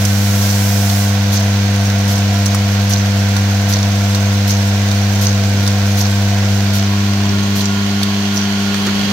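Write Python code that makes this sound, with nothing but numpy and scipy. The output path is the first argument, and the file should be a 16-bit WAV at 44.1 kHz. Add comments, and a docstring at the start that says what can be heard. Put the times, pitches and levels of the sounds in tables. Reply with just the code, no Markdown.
"""Workshop: a vibrating bowl feeder hums at twice the mains frequency on a rumbling stand.
Plastic caps hop in the steel bowl and tick against the rails of its track; air hisses for the first second.
A hand slides cap after cap out of the track: the queue knocks forward, the cap drops into a box of others.
A few dull bumps sound. Near the end the listener moves from the end of the track up to the bowl."""
import sys
import numpy as np
from scipy import signal
from scipy.fft import rfft, irfft, next_fast_len
from scipy.io import wavfile
from scipy.ndimage import uniform_filter1d

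SR = 44100
rng = np.random.default_rng(int(sys.argv[2]) if len(sys.argv) > 2 else 0)


def to_wav(s):
    """Save 16-bit WAV."""
    ch = np.atleast_2d(s).T  # columns
    pcm = np.round(np.clip(ch, -1, 1) * 32767)  # PCM
    wavfile.write(sys.argv[1], SR, pcm.astype(np.int16))


N = 402191
TIME = np.arange(N) / SR
DRIVE_HZ, CUTOFF_HZ = 100.096, 15800

# listener path (time [s], place [0 track end, 0.5 beside track, 1 bowl])
LISTENER_PATH = [(0, 0.01), (6.5, 0.02), (6.75, 0.21), (7.6, 0.63), (9.12, 0.98)]
# machine noise between the ears (frequency [Hz], correlation [0..1])
EAR_CORRELATION = [(50, 0.94), (300, 0.43), (700, .88), (1200, .5), (2000, 0.13), (4000, 0), (16000, 0)]
# machine balance (frequency [Hz], left minus right [dB])
BALANCE = [(100, -0.26), (200, 1), (400, 0), (700, 0.5), (1500, -2.5), (2600, -2.5), (4400, -6),
           (6300, -10), (8000, 0.5), (12000, -5), (15500, -3)]
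# stand rumble (frequency [Hz], level [dB])
RUMBLE_SPECTRUM = [(15, -79), (35, -66.5), (65, -62), (125, -57.5), (240, -60), (350, -66.5), (450, -63),
                   (600, -70), (1200, -88), (4000, -110)]
# rumble swells (peak time [s], rise [dB])
RUMBLE_SWELLS = [(0.03, 3.5), (2.04, 4.5), (3.78, 5), (5.52, 5.5), (7.36, 5), (9.06, 6)]
# air jet (frequency [Hz], level [dB])
AIR_SPECTRUM = [(1000, -93), (3000, -76), (5500, -60.5), (7500, -64), (10000, -70.5), (11700, -64),
                (13000, -68), (15600, -66)]
# bowl modes (frequency [Hz], bandwidth [Hz], level at track end [dB], level at bowl [dB])
BOWL_MODES = [(641, 20, -43, -70), (676, 24, -41, -43), (701.8, 16, -35.5, -40.5), (749, 13, -40.5, -41.5),
              (1363, 15, -43.5, -49), (1420, 14, -41, -38), (1530.5, 19, -37.5, -55), (1587, 19, -46, -53)]
# rattle at the track end (frequency [Hz], level [dB])
RATTLE_AT_TRACK = [(300, -75.5), (550, -66.5), (660, -57), (830, -66), (980, -61), (1200, -65), (1500, -61),
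                   (2200, -60.5), (2650, -62), (4300, -61.5), (5000, -63), (6300, -63), (7400, -72),
                   (10200, -82), (12000, -77.5), (16000, -76.5)]
# rattle at the bowl (frequency [Hz], level [dB])
RATTLE_AT_BOWL = [(300, -64), (550, -63.5), (700, -63), (950, -59.5), (1200, -64), (1500, -60), (2600, -60),
                  (3250, -55), (3700, -63), (4300, -57), (5200, -64.5), (6400, -63.5), (7700, -74.5),
                  (10200, -82), (11900, -75.5), (13000, -80), (16000, -82)]
# rattle along the path (place [0..1], gain [dB])
RATTLE_GAIN = [(0, 0), (.4, -0.7), (.85, -0.4), (1, 1.8)]
# rail modes (frequency [Hz], t60 [s], level [dB])
RAIL_RINGS = [(5620, 0.15, -41), (6390, 0.036, -40), (7580, 0.098, -47), (8300, .04, -55),
              (9090, 0.028, -47), (9840, 0.046, -54), (11590, 0.025, -48.5), (12150, 0.027, -55),
              (12900, .05, -59), (14400, .02, -54), (15466, .03, -50)]
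# rails along the path (place [0..1], gain [dB])
RAIL_GAIN = [(0, 0.5), (.35, -8), (1, -2)]
# hum (harmonic number, level at track end [dB], beside track [dB], at bowl [dB])
HUM_HARMONICS = [(1, -14, -16.5, -27), (2, -19.5, -17.5, -17.5), (3, -34.5, -31, -34), (4, -40.5, -35, -34),
                 (5, -33.5, -49, -48), (7, -61, -63, -56), (9, -44, -62, -46), (10, -45.5, -38.5, -45),
                 (11, -44.5, -39.5, -37), (15, -50, -42, -53), (16, -50, -51, -46), (17, -52, -55, -55),
                 (20, -45, -61, -57), (23, -54, -56, -56), (24, -46, -54, -57), (33, -57, -59, -50)]
# hollow boom (frequency [Hz], level [dB])
BOOM_SPECTRUM = [(150, -19), (320, 9.5), (520, -3), (900, -14), (1400, 2), (2000, -5), (3000, -15),
                 (6000, -26), (16000, -43)]
# bumps (time [s], boom level [dB], clonk level [dB])
BUMPS = [(2.545, -42, -24), (4.147, -35, -38), (6.419, -24, -48), (7.19, -28, -42), (7.556, -42, -23),
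         (8.862, -18, -19.5)]
# rim on the gate (frequency [Hz], level [dB])
SCRAPE_SPECTRUM = [(1500, -10), (4000, 4), (6500, 5), (7800, -3.5), (10300, -5.5), (12200, -0.5),
                   (13600, -6), (15600, -6)]
# cap taken (start [s], length [s], scrape level [dB], knock delay [s], knock level [dB], main ring [Hz])
CAP_RELEASES = [(0.409, 0.075, -28, .093, -16, 5500), (1.318, .057, -22.5, 0.056, -12, 5860),
                (2.072, 0.072, -26, .0854, -19, 5760), (2.89, 0.059, -25, 0.045, -11, 5600),
                (3.683, 0.062, -24.5, 0.053, -9.5, 5700), (4.472, 0.053, -24.5, .035, -11.5, 6200),
                (5.208, .053, -22.5, .06, -11.5, 6080), (5.965, 0.064, -24, .0464, -11.5, 6050),
                (6.73, 0.062, -25, 0.067, -16, 4160), (7.55, .078, -26, 0.058, -15, 4110),
                (8.333, .065, -31, 0.043, -12, 5810)]
# cap modes (frequency [Hz], level [dB], base t60 [s])
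CAP_MODES = [(3620, 5.5, 0.02), (4330, 5.5, 0.014), (5690, 3, 0.015), (6190, 2, 0.023), (7210, 2.5, 0.023),
             (9000, -3.5, 0.019)]
# cap clicks (time [s], level [dB], main ring [Hz], snap gain [dB], thud gain [dB], rebound gain [dB])
CAP_CLICKS = [(0.051, -12, 6540, -10, -19, -3), (0.8985, -13.5, 4600, -20, -16, -18),
              (1.7605, -26, 6000, -4, -15, -12), (2.459, -13.5, 5640, -11, -21, -1),
              (2.5466, -18.5, 7000, -6, 3, -4), (3.3649, -17.5, 5030, -10, 0, -5),
              (3.829, -16, 5770, -19, -22, -12), (4.1472, -12.5, 5070, -14, -14, -6),
              (4.915, -16.5, 4400, -14, -6, -15), (5.6647, -16, 3700, -18, -13, -15),
              (5.6757, -12.5, 5600, -12, -13, -7), (7.292, -18, 5500, -24, -22, -12),
              (7.656, -13.5, 6540, -24, -22, -8), (8.031, -11, 4130, -12, -17, -3),
              (8.869, -16, 4480, -15, -10, -12)]
# rail tick, click snap, click thud (frequency [Hz], level [dB])
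TICK_SPECTRUM = [(5000, -23), (9000, -7), (10500, -6), (11700, -2), (13000, -5), (15500, 3)]
SNAP_SPECTRUM = [(2000, -13), (6000, -7), (9500, -2), (12000, -8), (15500, -8.5)]
THUD_SPECTRUM = [(300, -11), (1300, -1), (2800, -13), (7000, -27)]


def gain_of(db):
    return 10 ** (np.asarray(db) / 20)


def unit_rms(x):
    return x / np.sqrt(np.mean(x ** 2) + 1e-20)


def at_hz(table, hz):
    """Table value, interpolated over log frequency."""
    table_hz, value = np.transpose(table)
    return np.interp(np.log(hz + 1), np.log(table_hz), value)


def add(mix, start_s, sound):
    part = mix[:, round(start_s * SR):][:, :sound.shape[1]]
    part += sound[:, :part.shape[1]]


def pan(balance_db):
    """Constant-power ear gains for a left minus right level."""
    pair = gain_of(np.array([balance_db, -balance_db]).reshape(2, -1) / 2)
    return pair / np.sqrt(np.mean(pair ** 2, 0))


def drift(top_hz):
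    """Slow random wander, rms 1."""
    t = np.linspace(0, TIME[-1], 1000)
    hz = np.geomspace(top_hz / 20, top_hz, 30)[:, None]
    sines = np.sin(2 * np.pi * (hz * t + rng.random(hz.shape)))
    return np.interp(TIME, t, unit_rms(sines.sum(0)))


def spread(white, spectrum):
    """Colours a white pair: bass alike in both ears, treble mostly to the right."""
    size = next_fast_len(N)
    hz = np.fft.rfftfreq(size, 1 / SR)
    left, other = rfft(unit_rms(white), size)
    correlation = np.clip(at_hz(EAR_CORRELATION, hz), -1, 1)
    right = correlation * left + np.sqrt(1 - correlation ** 2) * other
    pair = np.array([left, right]) * pan(at_hz(BALANCE, hz))
    return irfft(pair * gain_of(at_hz(spectrum, hz)) * np.sqrt(SR / 2), size)[:, :N]


def burst(spectrum, t):
    """Short coloured stereo noise, rms 1."""
    bins = rfft(rng.standard_normal((2, 8192)))
    hz = np.linspace(0, SR / 2, bins.shape[1])
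    return unit_rms(irfft(bins * gain_of(at_hz(spectrum, hz)))[:, :len(t)])


def workshop(dry, t60_s=0.19, wet_db=-13, predelay_s=0.004):
    """Adds faint scattered reflections from bench and walls."""
    t = np.arange(SR // 2) / SR
    echoes = rng.standard_normal((2, len(t))) * (rng.random((2, len(t))) < 0.05)
    tail = echoes * (t > predelay_s) * gain_of(-60 * t / t60_s)
    tail /= np.linalg.norm(tail[0])
    return dry + gain_of(wet_db) * signal.fftconvolve(dry, tail, axes=1)[:, :N]


def stand_rumble(gain_db=0.5, rise_s=0.14, fall_s=0.23):
    """The stand rumbles and shudders harder about every 1.8 s."""
    swell_db = gain_db + drift(4.6)
    for peak_s, rise_db in RUMBLE_SWELLS:
        width_s = np.where(TIME < peak_s, rise_s, fall_s)
        swell_db += rise_db * np.exp(-((TIME - peak_s) / width_s) ** 2)
    return gain_of(swell_db) * spread(rng.standard_normal((2, N)), RUMBLE_SPECTRUM)


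def air_jet(build_s=0.43, off_s=1.01, fall_db_per_s=75):
    """An air jet builds, holds and is shut off."""
    level_db = np.interp(TIME, [0, build_s], [-5, -0.5]) - fall_db_per_s * np.maximum(TIME - off_s, 0)
    return gain_of(level_db) * spread(rng.standard_normal((2, N)), AIR_SPECTRUM)


def cap_hops(depth, scatter_db, peak_cycles):
    """Caps land in a bunch once per drive cycle, each bunch with its own force."""
    cycles = DRIVE_HZ * TIME - peak_cycles
    force = gain_of(scatter_db * rng.standard_normal(N // 100))[(cycles + 1.5).astype(int)]
    pulses = (1 + np.cos(2 * np.pi * cycles)) ** 2 / 2
    return rng.standard_normal((2, N)) * (1 - depth + depth * force * pulses)


def bowl_ring(place):
    """Hopping caps keep the steel bowl's modes ringing."""
    out = np.zeros((2, N))
    blows = spread(cap_hops(depth=0.11, scatter_db=5.2, peak_cycles=0.17), [(20, 0), (20000, 0)])
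    for hz, width_hz, track_db, bowl_db in BOWL_MODES:
        ring = signal.lfilter(*signal.iirpeak(hz, hz / width_hz, SR), blows)
        out += gain_of(np.interp(place, [0, 0.6], [track_db, bowl_db])) * unit_rms(ring)
    return out


def bowl_rattle(place):
    """Hundreds of caps hop in the bowl; the colour follows the listener's place."""
    hops = cap_hops(depth=0.048, scatter_db=8, peak_cycles=0.35)
    rattle = (1 - place) * spread(hops, RATTLE_AT_TRACK) + place * spread(hops, RATTLE_AT_BOWL)
    return gain_of(np.interp(place, *np.transpose(RATTLE_GAIN))) * rattle


def rail_ticks(place, ticks_per_s=240, tick_db=-48, ring_gain_db=-0.5, balance_db=-5):
    """Queued caps tick on the steel rails in clumps; the mode mix shifts as the contacts wander."""
    t = np.arange(0, 0.12, 1 / SR)
    clumps_db = 2.4 * drift(35)
    scatter_db = 1.5 * np.clip(rng.standard_normal(N), -2, 2)
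    ticks = gain_of(scatter_db + clumps_db) * (rng.random(N) < ticks_per_s / SR)
    contact = burst(TICK_SPECTRUM, t) * np.exp(-t / 0.0037)
    out = gain_of(tick_db) * unit_rms(signal.oaconvolve(ticks[None], contact, axes=1)[:, :N])
    for hz, t60_s, db in RAIL_RINGS:
        mode = gain_of(-60 * t / t60_s) * np.sin(2 * np.pi * hz * t)
        coupling = rng.uniform(-1, 1, (2, N)) * gain_of(2.2 * drift(18))
        ring = signal.oaconvolve(ticks * coupling, mode[None], axes=1)[:, :N]
        out += gain_of(db + ring_gain_db) * unit_rms(ring)
    gain_db = np.interp(place, *np.transpose(RAIL_GAIN)) + 1.5 * drift(9.2)
    return out * gain_of(gain_db) * pan(balance_db)


def magnet_hum(place, waver=0.018, lag_rad=1.342, balance_db=0.43):
    """Harmonics of the magnet's pull, each lagging the last; levels follow the listener's place."""
    out = np.zeros((2, N))
    sway = 1 + waver * drift(21)
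    for order, *levels_db in HUM_HARMONICS:
        shake = 0.48 * min((order - 1) / 10, 1) ** 2  # the cap load shakes high harmonics most
        jitter = shake * (1 - 0.44 * np.sqrt(place)) + waver / 2  # steadier near the bowl
        ear_rad = 0.56 * (order / 10) ** 2 * np.array([[1], [-1]])
        phase_rad = 2 * np.pi * order * (DRIVE_HZ * TIME - 0.087) - lag_rad * (order - 1)
        tone = np.cos(phase_rad + ear_rad + jitter * drift(12))
        level = gain_of(np.interp(place, [0, 0.5, 1], levels_db)) * (1 + jitter * drift(12))
        if order == 4:  # comes forward partway through
            level *= gain_of(np.interp(TIME, [3.95, 4.1], [-3.5, 0]))
        out += level * tone * pan(balance_db + at_hz(BALANCE, order * DRIVE_HZ))
    return np.sqrt(2) * sway * out


def bumps(boom_decay_s=0.029, clonk_decay_s=0.0088, clonk_pitch_ratio=3.5):
    """Dull, hollow bumps: a short clonk, then a low boom."""
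    out, t = np.zeros((2, N)), np.arange(0, 0.12, 1 / SR)
    clonk_spectrum = np.array(BOOM_SPECTRUM) * [clonk_pitch_ratio, 1]
    for start_s, boom_db, clonk_db in BUMPS:
        boom = burst(BOOM_SPECTRUM, t) * np.exp(-t / boom_decay_s) * (1 - np.exp(-t / 0.005))
        clonk = burst(clonk_spectrum, t) * np.exp(-t / clonk_decay_s) * (1 - np.exp(-t / 0.001))
        add(out, start_s, (gain_of(boom_db) * boom + gain_of(clonk_db) * clonk)[:1])  # mono
    return out


def cap_slides(squeal_hz=12300, squeal_gain=0.64, balance_db=-0.5):
    """A cap's rim sticks and slips along the gate, with a brief squeal."""
    out = np.zeros((2, N))
    for start_s, length_s, db, *_ in CAP_RELEASES:
        t = np.arange(0, length_s, 1 / SR)
        grain_db = unit_rms(uniform_filter1d(rng.standard_normal(SR), size=50))[:len(t)]
        slips = unit_rms(gain_of(grain_db))
        tuning, grip_centre = rng.uniform([0.96, 0.1], [1.03, 0.7])
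        resonance = signal.iirpeak(squeal_hz * tuning, Q=22, fs=SR)
        squeal = unit_rms(signal.lfilter(*resonance, rng.standard_normal((2, SR)))[:, :len(t)])
        grip = np.exp(-((t / t[-1] - grip_centre) / 0.23) ** 2)
        slide = burst(SCRAPE_SPECTRUM, t) * slips + squeal_gain * grip * squeal
        add(out, start_s, gain_of(db) * slide * signal.windows.tukey(len(t), 0.2))
    return out * pan(balance_db)


def cap_strike(t, main_hz, width_hz, damping, crunch=1.0):
    """One blow on a cap, peak 1: the ribbed rim crunches, modes near main_hz ring."""
    hz, db, t60_s = np.transpose(CAP_MODES)[:, :, None]
    phase = rng.random((2, len(CAP_MODES), 1))
    tuning = 1 + 0.02 * rng.standard_normal(hz.shape)
    weight = 1 / (1 + (2 * (hz - main_hz) / width_hz) ** 2)
    envelopes = weight * gain_of(db - 60 * t * damping / t60_s)
    ring = (envelopes * np.sin(2 * np.pi * (hz * tuning * t + phase))).sum(1)
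    rim_band = signal.butter(4, [main_hz * 0.72, min(main_hz * 1.45, 6600)], "band", fs=SR)
    rim = signal.lfilter(*rim_band, rng.standard_normal((2, len(t))) * np.exp(-t / 0.0018))
    attack = 1 - np.exp(-t / 0.00055)  # soft plastic takes a moment to give
    blow = (unit_rms(ring) + crunch * unit_rms(rim)) * attack
    return blow / abs(blow).max(1, keepdims=True)


def queue_knocks(gain_db=4.5, balance_db=-6, width_hz=730, damping=0.67, neighbours=7):
    """The queue closes each gap: one hard knock amid the lighter ones of its neighbours."""
    gap_s, lead_s, fade_db_per_s = 0.012, 0.02, 100
    low_hz, high_hz = 4200, 6450
    out, t = np.zeros((2, N)), np.arange(0, 0.04, 1 / SR)
    for start_s, _, _, delay_s, db, hz in CAP_RELEASES:
        knock_s = start_s + delay_s
        add(out, knock_s, gain_of(db) * cap_strike(t, hz, width_hz, damping))
        for k, (slip, pitch, force) in enumerate(rng.random((neighbours, 3))):
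            offset_s = (k + slip) * gap_s - lead_s
            jostle_db = db - 4.5 - fade_db_per_s * abs(offset_s) + 2 * (2 * force - 1)
            ring_hz = low_hz + (high_hz - low_hz) * np.sqrt(pitch)
            add(out, knock_s + offset_s, gain_of(jostle_db) * cap_strike(t, ring_hz, width_hz, damping))
    return gain_of(gain_db) * out * pan(balance_db)


def cap_clicks(gain_db=6, balance_db=-4.5, decay_s=0.0033, rebound_s=0.004):
    """A cap clicks and rebounds, landing in the box or knocking in the queue."""
    out, t = np.zeros((2, N)), np.arange(0, 0.06, 1 / SR)
    decay = np.exp(-t / decay_s)
    for start_s, db, hz, snap_db, thud_db, rebound_db in CAP_CLICKS:
        for delay_s, hit_db in (0, 0), (rebound_s, rebound_db):
            snap = gain_of(snap_db) * burst(SNAP_SPECTRUM, t) * decay
            thud = gain_of(thud_db) * burst(THUD_SPECTRUM, t) * decay / 2
            ring = cap_strike(t, hz, width_hz=1800, damping=0.81, crunch=0.91)
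            add(out, start_s + delay_s, gain_of(db + hit_db) * (ring + snap + thud))
    return gain_of(gain_db) * out * pan(balance_db)


def scene():
    """Running feeder, plus cap handling and bumps with room reflections."""
    place = np.interp(TIME, *np.transpose(LISTENER_PATH))
    feeder = magnet_hum(place) + bowl_ring(place) + bowl_rattle(place) + rail_ticks(place)
    background = stand_rumble() + air_jet()
    return background + feeder + workshop(cap_slides() + queue_knocks() + cap_clicks() + bumps())


def record(dry):
    """Low-pass at CUTOFF_HZ."""
    lowpass = signal.firwin(511, CUTOFF_HZ, window=("kaiser", 9), fs=SR)
    return signal.oaconvolve(dry, lowpass[None], "same")


dry = scene()
out = record(dry)
to_wav(out)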